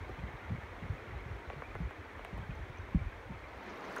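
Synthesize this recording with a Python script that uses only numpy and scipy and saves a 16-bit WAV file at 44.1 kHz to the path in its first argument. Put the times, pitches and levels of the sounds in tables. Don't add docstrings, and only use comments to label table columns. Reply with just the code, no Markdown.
import sys
import numpy as np
from scipy import signal
from scipy.fft import rfft, irfft
from scipy.io import wavfile
from scipy.ndimage import uniform_filter1d

SR = 44100
rng = np.random.default_rng(int(sys.argv[2]) if len(sys.argv) > 2 else 0)


def pcm_store(signal):
    levels = np.round(np.clip(np.atleast_2d(signal), -1, 1) * 32767)
    wavfile.write(sys.argv[1], SR, levels.astype(np.int16).T)


N = 176400


def drifting_ice():
    # frequency in Hz, relative density in dB.
    spectrum = [(30, -28), (100, -15), (250, -0.5), (400, 2), (600, -1), (800, -3), (1020, -2), (1400, -5),
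                (2150, -3.5), (2800, -16), (3200, -16), (4300, -24), (4900, -30), (5400, -28.5),
                (6300, -29.5), (7700, -36), (9500, -36), (10400, -42), (11200, -38), (15500, -41)]
    crackle = level(colour(clicks(per_s=240, spread_db=2.5), spectrum), -62.5)
    gurgle = level(bubbles(700, 2500, cycles=22, spread_db=18, tilt_db=2.5, count=450), -60)
    trickle = level(bubbles(2400, 7500, cycles=24, spread_db=12.5, tilt_db=-21, count=450), -72)
    flow = level(rush(spectrum, flicker_db=0.38, flicker_hz=12), -51)
    ebb_db_per_s = -0.45
    return (flow + crackle + gurgle + trickle) * undb(ebb_db_per_s * (np.arange(N) - N / 2) / SR)


def open_water():
    # frequency in Hz, relative density in dB.
    spectrum = [(40, -5), (110, -7), (200, 1), (420, 3), (1100, -0.5), (2100, -4.5), (3200, -16.5),
                (4800, -26), (6000, -30), (7700, -40), (15500, -42)]
    splashes = level(colour(clicks(per_s=560, spread_db=2.5), spectrum), -49.5)
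    spray = level(bubbles(3530, 13800, cycles=16, spread_db=9, tilt_db=-26, count=1800), -67.5)
    flow = level(rush(spectrum, flicker_db=1.5, flicker_hz=16), -45.5)
    return flow + splashes + spray


def wind(breeze_gain):
    # start in seconds, length in seconds, rms level in dB, upper edge in Hz.
    buffets = [(.005, 0.04, -45, 107), (0.082, 0.04, -46, 136), (0.182, 0.097, -47, 172),
               (0.231, .065, -43.5, 200), (.335, 0.022, -44.5, 122), (.5, 0.063, -38, 220),
               (.575, 0.021, -45, 191), (0.821, 0.047, -43, 204), (0.888, 0.065, -38, 187),
               (1.065, 0.071, -51, 168), (1.119, 0.066, -44.5, 131), (1.256, 0.065, -47.5, 164),
               (1.307, 0.089, -45, 151), (1.474, 0.028, -45, 145), (1.561, 0.045, -47, 131),
               (1.744, 0.031, -44.5, 152), (1.799, 0.048, -38, 185), (1.843, 0.043, -37, 119),
               (2.327, 0.027, -41.5, 186), (2.36, 0.09, -44.5, 188), (2.49, 0.038, -39.5, 185),
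               (2.59, 0.046, -47, 127), (2.696, .03, -46, 117), (2.79, 0.034, -46, 131),
               (2.945, 0.028, -26, 194), (2.971, 0.076, -40, 146), (3.05, 0.038, -37, 93),
               (3.122, 0.15, -59, 97), (3.294, 0.05, -45, 266), (3.334, 0.032, -49.5, 140),
               (3.565, .04, -57, 102)]
    flutter = 1 + 0.5 * np.tanh(4.5 * walk(rate_hz=24.2))
    breeze = band(rng.standard_normal(N), 42, 98.4, order=3) * flutter
    out = level(breeze, -50.5) * breeze_gain
    for start_s, length_s, db, top_hz in buffets:
        add(out, start_s, swirl(length_s, db, 46.3, top_hz, knee_hz=82, attack_s=0.0058, release_s=0.02))
    return out


def snaps():
    # start in seconds, body gain in dB, tick gain in dB, initial chirp pitch in Hz.
    events = [(0.0936, -34, -59, 820), (1.5003, -33.5, -57, 3580), (1.5315, -40, -70, 2650),
              (1.621, -33.5, -68, 2990), (1.7525, -35, -58, 3050), (1.9085, -37, -58, 3230),
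              (2.193, -38, -70, 2460), (2.2483, -36.5, -49.5, 4470), (2.3785, -41, -53, 1750)]
    end_hz, glide_s, peak_s = 370, 0.001058, 0.0014
    tail_s, tick_s = 0.011, 0.00036
    out, t = np.zeros(N), np.arange(SR // 20) / SR
    for start_s, body_db, tick_db, high_hz in events:
        hz = end_hz + (high_hz - end_hz) * np.exp(-t / glide_s)
        phase = 2 * np.pi * (np.cumsum(hz) / SR + rng.random())
        chirp = np.sin(phase) * t / peak_s * np.exp(1 - t / peak_s)
        dull_noise = band(rng.standard_normal(len(t)), 167, high_hz / 2, order=3)
        tail = level(dull_noise, -10.5) * np.exp(-t / tail_s)
        tick = level(band(rng.standard_normal(len(t)), 2000, 14000), tick_db) * np.exp(-t / tick_s)
        body = band(chirp + tail, 110, high_hz, order=3)
        add(out, start_s, undb(body_db) * body + tick)
    return out


def near_water():
    # start in seconds, gain in dB, pitch in Hz.
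    drips = [(.851, -68, 7040), (2.553, -62, 6230), (2.773, -58, 5900), (2.7846, -55.5, 6110),
             (3.578, -62, 9300), (3.6366, -61, 13300), (3.7754, -63, 12400), (3.9645, -51.5, 8810),
             (3.964, -51, 5940), (3.9828, -45, 6400)]
    # start and length in seconds, rms level in dB, lower and upper edge in Hz.
    splashes = [(3.66, 0.017, -77, 5200, 7000), (3.692, 0.033, -69, 4500, 6460),
                (3.758, .006, -70, 5200, 7000), (3.808, .006, -69, 4800, 6400),
                (3.847, 0.024, -70, 4600, 6500), (3.922, .015, -72, 5500, 12500),
                (3.945, 0.017, -75, 4500, 13000), (3.962, 0.0016, -55, 4460, 14000),
                (3.978, 0.0016, -71, 3800, 11900), (3.966, 0.045, -70, 2600, 14400)]
    out = np.zeros(N)
    for start_s, db, hz in drips:
        add(out, start_s, undb(db) * bubble(hz, cycles=16))
    for start_s, length_s, db, low_hz, top_hz in splashes:
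        splash = swirl(length_s, db, low_hz, top_hz, knee_hz=top_hz, attack_s=0.0014, release_s=0.0022)
        add(out, start_s, splash)
    slop = swirl(0.02, db=-41.5, low_hz=1020, top_hz=1760, knee_hz=1760, attack_s=0.001, release_s=0.006)
    add(out, 3.965, slop)
    return out


def rush(points, flicker_db, flicker_hz):
    spectrum = rfft(colour(rng.standard_normal(N), points))
    octave = np.log2(np.arange(N // 2 + 1) * SR / N + 1)
    bands = (irfft(spectrum * np.clip(1 - abs(octave - k), 0, 1), N) for k in range(4, 16))
    return sum(x * undb(flicker_db * walk(flicker_hz)) for x in bands)


def clicks(per_s, spread_db):
    impulses = (rng.random(N) < per_s / SR) * rng.choice([-1, 1], N)
    return impulses * undb(spread_db * np.minimum(rng.exponential(size=N), 3))


def bubbles(low_hz, top_hz, cycles, spread_db, tilt_db, count):
    out = np.zeros(N)
    for when, pitch, strength in rng.random((count, 3)):
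        ring = bubble(low_hz * (top_hz / low_hz) ** pitch, cycles)
        add(out, when * N / SR, ring * undb(spread_db * strength ** 2 + tilt_db * pitch))
    return out


def bubble(hz, cycles):
    t = np.arange(int(5 * cycles / hz * SR)) / SR
    age = t * hz / cycles
    return np.sin(2 * np.pi * hz * t) * np.exp(-age) * (1 - np.exp(-10 * age))


def swirl(length_s, db, low_hz, top_hz, knee_hz, attack_s, release_s):
    sag_db = -11.5
    t = np.arange(int((length_s + release_s / 2) * SR)) / SR
    ramp = np.clip(np.minimum(t / attack_s, (t[-1] - t) / release_s), 0, 1)
    envelope = np.sin(np.pi / 2 * ramp) ** 2 * undb(sag_db * t / length_s)
    noise = signal.lfilter([1], [1, -np.exp(-2 * np.pi * knee_hz / SR)], rng.standard_normal(SR // 2))
    settled = band(noise, low_hz, top_hz, order=4)[SR // 4:]
    return level(settled[:len(t)] * envelope, db)


def walk(rate_hz):
    hold = int(SR / rate_hz)
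    steps = np.repeat(rng.standard_normal(512)[:N // hold + 1], hold)
    smooth = uniform_filter1d(uniform_filter1d(steps, hold), hold)[:N]
    return smooth / smooth.std()


def colour(x, points):
    hz, db = np.array(points).T
    bin_hz = np.arange(N // 2 + 1) * SR / N
    return irfft(rfft(x) * undb(np.interp(np.log(bin_hz + 1), np.log(hz), db)), N)


def band(x, low_hz, top_hz, order=2):
    edges_hz = [low_hz, np.clip(top_hz, low_hz + 10, SR / 2 - 1)]
    return signal.sosfilt(signal.butter(order, edges_hz, "band", fs=SR, output="sos"), x)


def undb(db):
    return 10 ** (np.asarray(db) / 20)


def level(x, db):
    return x * undb(db) / np.sqrt(np.mean(x ** 2) + 1e-20)


def add(out, start_s, x):
    i = int(np.clip(start_s * SR, 0, N - 1))
    out[i:i + len(x)] += x[:N - i]


def scene():
    swell_start_s, swell_s, breeze_decay_s = 3.358, 0.53, 0.25
    since_s = np.maximum(np.arange(N) / SR - swell_start_s, 0)
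    swell = np.minimum(since_s / swell_s, 1)
    river = drifting_ice() * (1 - 0.25 * swell) + open_water() * swell
    return (river + wind(np.exp(-since_s / breeze_decay_s)) + snaps() + near_water())[None]


def record(dry):
    low_hz, top_hz = 33, 15700
    thin = signal.sosfilt(signal.butter(3, low_hz, "high", fs=SR, output="sos"), dry)
    return signal.sosfilt(signal.ellip(10, 0.2, 70, top_hz, fs=SR, output="sos"), thin)


dry = scene()
out = record(dry)
pcm_store(out)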